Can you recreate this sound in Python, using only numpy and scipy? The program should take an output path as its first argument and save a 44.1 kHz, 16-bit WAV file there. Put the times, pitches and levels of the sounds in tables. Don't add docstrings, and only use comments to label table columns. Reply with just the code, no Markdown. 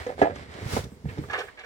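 import sys
import numpy as np
from scipy import signal
from scipy.fft import rfft, irfft, next_fast_len
from scipy.io import wavfile
from scipy.ndimage import uniform_filter1d

SR = 44100
rng = np.random.default_rng(int(sys.argv[2]) if len(sys.argv) > 2 else 0)


def inscribe(sig):
    pcm = np.round(np.clip(np.atleast_2d(sig).T, -1, 1) * 32767)
    wavfile.write(sys.argv[1], SR, pcm.astype(np.int16))


def ratio_of_db(decibels):
    return 10 ** (np.asarray(decibels, float) / 20)


N = 72765
LAG_S = 0.00033
BOX_LOW_HZ = 220


def evened(x):
    return x / np.sqrt(np.mean(x ** 2) + 1e-20)


def read(points, hz):
    f, value = np.transpose(points)
    return np.interp(np.log(hz + 1), np.log(f + 1), value)


def follow(curve):
    s, db = np.transpose(curve)
    return ratio_of_db(np.interp(np.arange(N) / SR, s, db))


def add(mix, s, sound):
    part = mix[max(round(s * SR), 0):][:len(sound)]
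    part += sound[:len(part)]


def colour(x, table):
    size = next_fast_len(x.shape[-1])
    gain = ratio_of_db(read(table, np.fft.rfftfreq(size, 1 / SR)))
    return irfft(rfft(x, size) * gain, size)[..., :x.shape[-1]]


def highs(x, hz):
    return signal.sosfilt(signal.butter(N=2, Wn=hz, btype="high", fs=SR, output="sos"), x)


def ring(x, hz, width):
    r = np.exp(-np.pi * width / SR)
    poles = [1, -2 * r * np.cos(2 * np.pi * hz / SR), r * r]
    return signal.lfilter([(1 - r * r) / 2, 0, (r * r - 1) / 2], poles, x)


def spot(f, hz, db, octaves):
    return db * np.exp(-(np.log2(f / hz) / octaves) ** 2)


def slips(length, per_s, spread_db):
    hit, size, sign = rng.random((length, 3)).T
    strength = ratio_of_db(-spread_db * np.log(size + 0.025))
    return evened((hit < per_s / SR) * strength * np.sign(sign - .5))


def room_floor():
    # frequency in Hz, level in dB per Hz.
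    floor_colour = [(30, 19.5), (80, 19), (200, -14), (400, 3), (1000, 2), (2300, -46), (9000, -31),
                    (11500, -99)]
    noise = rng.standard_normal((2, N))
    return ratio_of_db(-57) * evened(colour(noise + .5 * noise[0], floor_colour))


def shifting_weight():
    # time in seconds, load in dB.
    load = [(0, -52), (.05, -49.5), (.15, -49), (.25, -42), (.5, -47), (.7, -41.5), (.86, -41), (.91, -51),
            (1.0, -52), (1.1, -43.5), (1.25, -41), (1.4, -59), (1.65, -74)]
    # frequency in Hz, level in dB per Hz.
    rumble = [(15, -89), (25, -20), (71, 4), (330, -9.5), (403, -6), (600, -19.5), (780, -47), (1320, -120)]
    lumps = ratio_of_db(2.7 * evened(uniform_filter1d(rng.standard_normal(N), 900)))
    return lumps * follow(load) * evened(colour(rng.standard_normal(N), rumble))


def rub():
    # time in seconds, pressure in dB.
    pressure = [(0, -49.5), (.06, -57.5), (.11, -58), (.16, -69.5), (.2, -49), (.27, -57.5), (.33, -62.5),
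                (.365, -55), (.43, -56.5), (.47, -62.5), (.54, -54.5), (.68, -53.5), (.77, -50.5),
                (.86, -70.5), (1.03, -77), (1.1, -59.5), (1.2, -61.5), (1.28, -65.5)]
    # resonance of the rubbed board in Hz, width in Hz, level in dB.
    board = [(340, 660, 10.5), (700, 330, -46), (1660, 810, 3.5), (2300, 420, 2), (3030, 760, -46),
             (4400, 3800, 2), (7250, 610, -4.5)]
    shared = 0.81
    both, left, right = (slips(N, 4200, 3) for side in range(3))
    grit = shared * np.array([both, np.roll(both, round(LAG_S * SR))]) + [left, right]
    body = 0
    for k, (f, width, db) in enumerate(board):
        body = body + (-1) ** k * ratio_of_db(db) * ring(grit, f, width) / np.sqrt(width)
    return ratio_of_db(11) * follow(pressure + [(1.33, -55.5), (1.65, -71)]) * evened(body)


def swishes():
    # start in seconds, length in seconds, level in dB.
    brushes = [
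        (0, .2, -82),
        (0.882, .1, -65.5),
        (1.04, 0.12, -65.5),
        (1.2, 0.081, -62),
        (1.358, .16, -62),
    ]
    # frequency in Hz, level in dB per Hz.
    swish_colour = [(5000, -30), (8000, 2), (10500, -14), (13500, -6), (16000, -10.5)]
    t = np.arange(N) / SR
    swell = sum(ratio_of_db(db) * np.sin(np.pi * np.clip((t - s) / length, 0, 1)) for s, length, db in brushes)
    return swell * evened(colour(rng.standard_normal((2, N)), swish_colour))


def seam_air():
    # time in seconds, flow in dB.
    flow = [(0, -67.5), (.1, -69.5), (.2, -77), (.3, -104), (.47, -101), (.6, -72), (.68, -57.5),
            (.73, -47), (.78, -47.5), (.825, -59.5), (.843, -61), (.856, -66.5), (.92, -76.5), (1.0, -77),
            (1.13, -71.5), (1.42, -68), (1.55, -84), (1.65, -74)]
    # frequency in Hz, level in dB per Hz.
    hiss = [(880, -0.5), (1500, -2.5), (1660, -5.5), (2770, -7.5), (5380, -7), (15100, -21.5),
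            (16000, -13.5)]
    return ratio_of_db(14) * follow(flow) * evened(colour(rng.standard_normal((2, N)), hiss))


def thump(db, hz):
    swing_t60, table_hz, table_db, table_t60 = 0.048, 75, -13, 0.088
    t = np.arange(9000) / SR
    swing = ratio_of_db(-60 * t / swing_t60) * np.sin(2 * np.pi * hz * t)
    top = ratio_of_db(table_db - 60 * t / table_t60) * np.sin(2 * np.pi * table_hz * t)
    return -2 * ratio_of_db(db) * (1 - np.exp(-t * hz * 2)) * (swing + top)


def table_thumps(mix):
    # start in seconds, strength in dB, pitch in Hz.
    landings = [(.003, -29, 75), (.219, -32, 93), (.658, -19.5, 122), (.732, -19.5, 102),
                (.745, -26.5, 200), (.760, -47, 116), (.786, -22.5, 96), (.800, -25, 109),
                (.868, -31.5, 115), (.921, -36.5, 196), (1.015, -45, 164), (1.044, -27.5, 184),
                (1.057, -17.5, 150), (1.085, -28, 131), (1.11, -52, 380), (.375, -39, 140),
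                (1.185, -20, 138), (1.1895, -24, 307), (1.203, -44, 185), (1.215, -27.5, 154)]
    for s, db, hz in landings:
        add(mix, s, thump(db, hz))


def tap(db, hz, ring_share=1):
    # mode in Hz, level in dB, t60 in seconds.
    box_modes = [(302.2, -1.5, 0.12), (410, 0.5, 0.059), (500, 1.5, 0.048), (575, -6.5, 0.21),
                 (690, 4.5, 0.072), (746, 8, 0.027), (960, 3, 0.039), (1200, -7, 0.11), (1284, 9.5, 0.033),
                 (1660, 8.5, 0.052), (2000, -1, 0.05), (2390, -8.5, 0.087), (3150, -34, 0.025),
                 (3900, -23, .02)]
    contact_turns = 0.17
    flex = .035
    chatter_db, chatter_t60 = -37, 0.1
    t = np.arange(6000) / SR
    modes = 0
    for f, d, t60 in box_modes:
        decay = ratio_of_db(d + spot(f, hz, 20, .3) - 60 * t / t60 / ring_share)
        modes = modes + decay * np.sin(2 * np.pi * f * (1 + flex * rng.uniform(-1.23, 1)) * t)
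    blow = np.exp(-(4 * t[:200] * hz / contact_turns - 2) ** 2)
    chatter = slips(3000, 700, 3.0) * ratio_of_db(chatter_db - 60 * t[:3000] / chatter_t60 / ring_share)
    hits = chatter + (t[:3000] == 0)
    sound = highs(signal.fftconvolve(np.convolve(modes, blow), hits), BOX_LOW_HZ)
    return ratio_of_db(db) * sound / abs(sound).max()


def lid_taps(mix):
    # start in seconds, strength in dB, pitch of the struck part in Hz.
    taps = [(.0652, -23, 500), (.0692, -25, 496), (.079, -38, 560), (.090, -30, 520), (.0940, -24.5, 500),
            (.102, -27, 700), (.110, -40.5, 520), (.122, -30, 575), (.131, -40, 560), (.180, -29, 610),
            (.192, -26.5, 402), (.203, -27.5, 560), (.2166, -4.5, 700), (.2195, -15, 340),
            (.2232, -7.5, 410), (.2305, -16.5, 320), (.237, -21, 400), (.245, -16, 656), (.250, -20.5, 690),
            (.2560, -14, 690), (.271, -17, 690), (.281, -22, 614), (.298, -24, 466), (.307, -26.5, 600),
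            (.318, -30.5, 500), (.360, -29, 348)]
    for s, db, hz in taps:
        add(mix, s, tap(db, hz))


def tick(db, t60, bright_db):
    # frequency in Hz, level in dB.
    tick_colour = [(1000, -31), (3000, -4), (7500, -15), (11000, -35.5), (16000, -57)]
    shade = [(f, d + bright_db * f / 16000) for f, d in tick_colour]
    return ratio_of_db(db - 60 * np.arange(2000) / SR / t60) * colour(rng.standard_normal(2000), shade)


def edge_ticks(mix):
    # start in seconds, peak in dB, t60 in seconds, extra treble in dB.
    clicks = [(0.0661, -35.5, .04, 15), (0.2045, -48, .05, -5), (0.2180, -26.5, 0.1, 0.5),
              (0.3567, -36, 0.054, 12), (.539, -36, 0.031, 2), (.7662, -33, .015, 6),
              (1.1830, -34, .04, -4), (1.3090, -37, .04, 12), (1.3327, -27.5, .035, 7),
              (1.378, -29, 0.021, 2), (1.3901, -23.5, 0.029, 6.5), (1.403, -29, 0.054, 3),
              (1.5927, -35, .05, -1), (1.645, -34, 0.024, -5)]
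    release = [
        (.8407, -38, .014, 40),
    ]
    for s, db, t60, bright_db in clicks + release:
        add(mix, s, tick(db, t60, bright_db))


def jolt(db, contact_s):
    t = np.arange(1500) / SR
    return ratio_of_db(db + 3.5) * highs(np.exp(-(3 * t / contact_s - 3) ** 2), 60)


def corner_jolts(mix):
    # start in seconds, strength in dB, contact in seconds.
    jolts = [
        (.2225, -13.5, 0.0018),
        (.7662, -17, 0.00084),
        (.770, -14.5, 0.00097),
        (.7745, -23.5, 0.0013),
    ]
    for s, db, contact_s in jolts:
        add(mix, s, jolt(db, contact_s))


def pressed_knocks(mix):
    # start in seconds, strength in dB, pitch in Hz.
    knocks = [(.587, -31.5, 377), (.734, -23.5, 395), (.7665, -21.5, 960), (.7709, -39, 556),
              (.7752, -25.5, 382), (.790, -25, 500), (.853, -36, 317), (.918, -41, 298),
              (1.055, -35.5, 613), (1.175, -31.5, 405), (1.182, -29.5, 450), (1.2385, -31.5, 1200)]
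    for s, db, hz in knocks:
        add(mix, s, tap(db, hz, ring_share=.4))


def stroke(length, db, hz):
    # mode of the box held in the air in Hz, width in Hz, level in dB.
    held_modes = [(414, 89, 5.5), (745, 81, 0.5), (998, 97, 1), (1293, 170, -0.5), (1650, 53, 0.5),
                  (2000, 300, 0.5), (2260, 305, 1.5), (3420, 1200, -3.5), (4660, 430, -12),
                  (6200, 1100, -40)]
    rise_s, fall_db, first_slip = 0.00023, -5.5, 5
    t = np.arange(6000) / SR
    grit = slips(6000, 2400, 4.5) * np.minimum(t / rise_s, 1) + first_slip * (t == 0)
    grit = highs(grit * ratio_of_db(np.maximum(fall_db * (t / length) ** 2.34, -90)), BOX_LOW_HZ * 2)
    sound = 0
    for k, (f, width, d) in enumerate(held_modes):
        width = max(width, 120)
        level = ratio_of_db(d + spot(f, hz, 8, 0.69)) * np.sqrt(2000 / width)
        sound = sound + (-1) ** k * level * ring(grit, f, width)
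    return ratio_of_db(db) * sound


def finger_strokes(mix):
    # start in seconds, length in seconds, strength in dB, loudest part in Hz.
    strokes = [(1.085, 0.022, -50, 2430), (1.285, 0.0047, -47, 590), (1.297, 0.03, -38.5, 1180),
               (1.315, 0.018, -50, 1860), (1.3315, 0.02, -31.5, 1430), (1.352, 0.025, -35.5, 1310),
               (1.380, 0.016, -33, 520), (1.403, 0.016, -37, 1200), (1.425, 0.033, -47.5, 540),
               (1.476, 0.017, -48.5, 1650), (1.5735, 0.019, -46.5, 2250), (1.59, 0.031, -46.5, 2540),
               (1.635, .04, -47.5, 2000)]
    for s, length, db, hz in strokes:
        add(mix, s, stroke(length, db, hz))


def later(x, share):
    # frequency in Hz, share of the lag.
    lag_share = [(150, 2.2), (350, 0.23), (480, 0.68), (700, 1.35), (1000, 1.04), (1400, 1.05)]
    size = next_fast_len(N + 100)
    hz = np.fft.rfftfreq(size, 1 / SR)
    turn = np.exp(-2j * np.pi * hz * share * LAG_S * read(lag_share, hz))
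    return irfft(rfft(x, size) * turn, size)[:N]


def room(x):
    # frequency in Hz, t60 in seconds.
    room_t60 = [(200, .05), (700, .05), (2000, .07), (8000, .03)]
    # frequency in Hz, reflected share in dB.
    wet = [(150, -20), (400, -12), (800, -5), (2000, -2), (8000, -2)]
    taps = np.zeros((2, 16000))
    at = np.arange(40, 15980, 5) + rng.integers(0, 5, (2, 3188))
    np.put_along_axis(taps, at, rng.choice([-1., 1.], at.shape), 1)
    hz, t, z = signal.stft(taps, SR, nperseg=256)
    tail = signal.istft(z * ratio_of_db(-60 * t / read(room_t60, hz)[:, None]), SR, nperseg=256)[1]
    tail = tail / np.linalg.norm(tail[0])
    return colour(signal.fftconvolve(x[None], tail, axes=1)[:, :N], wet)


def scene():
    box = shifting_weight()
    for play in (table_thumps, lid_taps, edge_ticks, corner_jolts, pressed_knocks, finger_strokes):
        play(box)
    lift_s = 1.27
    lifted = np.clip((np.arange(N) / SR - lift_s) / .01, 0, 1)
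    near = np.array([box, later(box * (1 - lifted), 0.89) + later(box * lifted, .5)])
    return near + room(box) + rub() + seam_air() + swishes() + room_floor()


def roll_off(x):
    return signal.sosfilt(signal.butter(12, 15780, fs=SR, output="sos"), x)


def record(dry):
    # frequency in Hz, left minus right in dB.
    lean = [(60, -3), (130, -5), (290, -1.5), (640, -3.5), (1410, -5), (3100, -3.5), (6820, 4.5),
            (15000, 0)]
    left = colour(dry[0], [(f, d / 2) for f, d in lean])
    right = colour(dry[1], [(f, -d / 2) for f, d in lean])
    return roll_off(highs(np.array([left, right]), 53.6))


dry = scene()
out = record(dry)
inscribe(out)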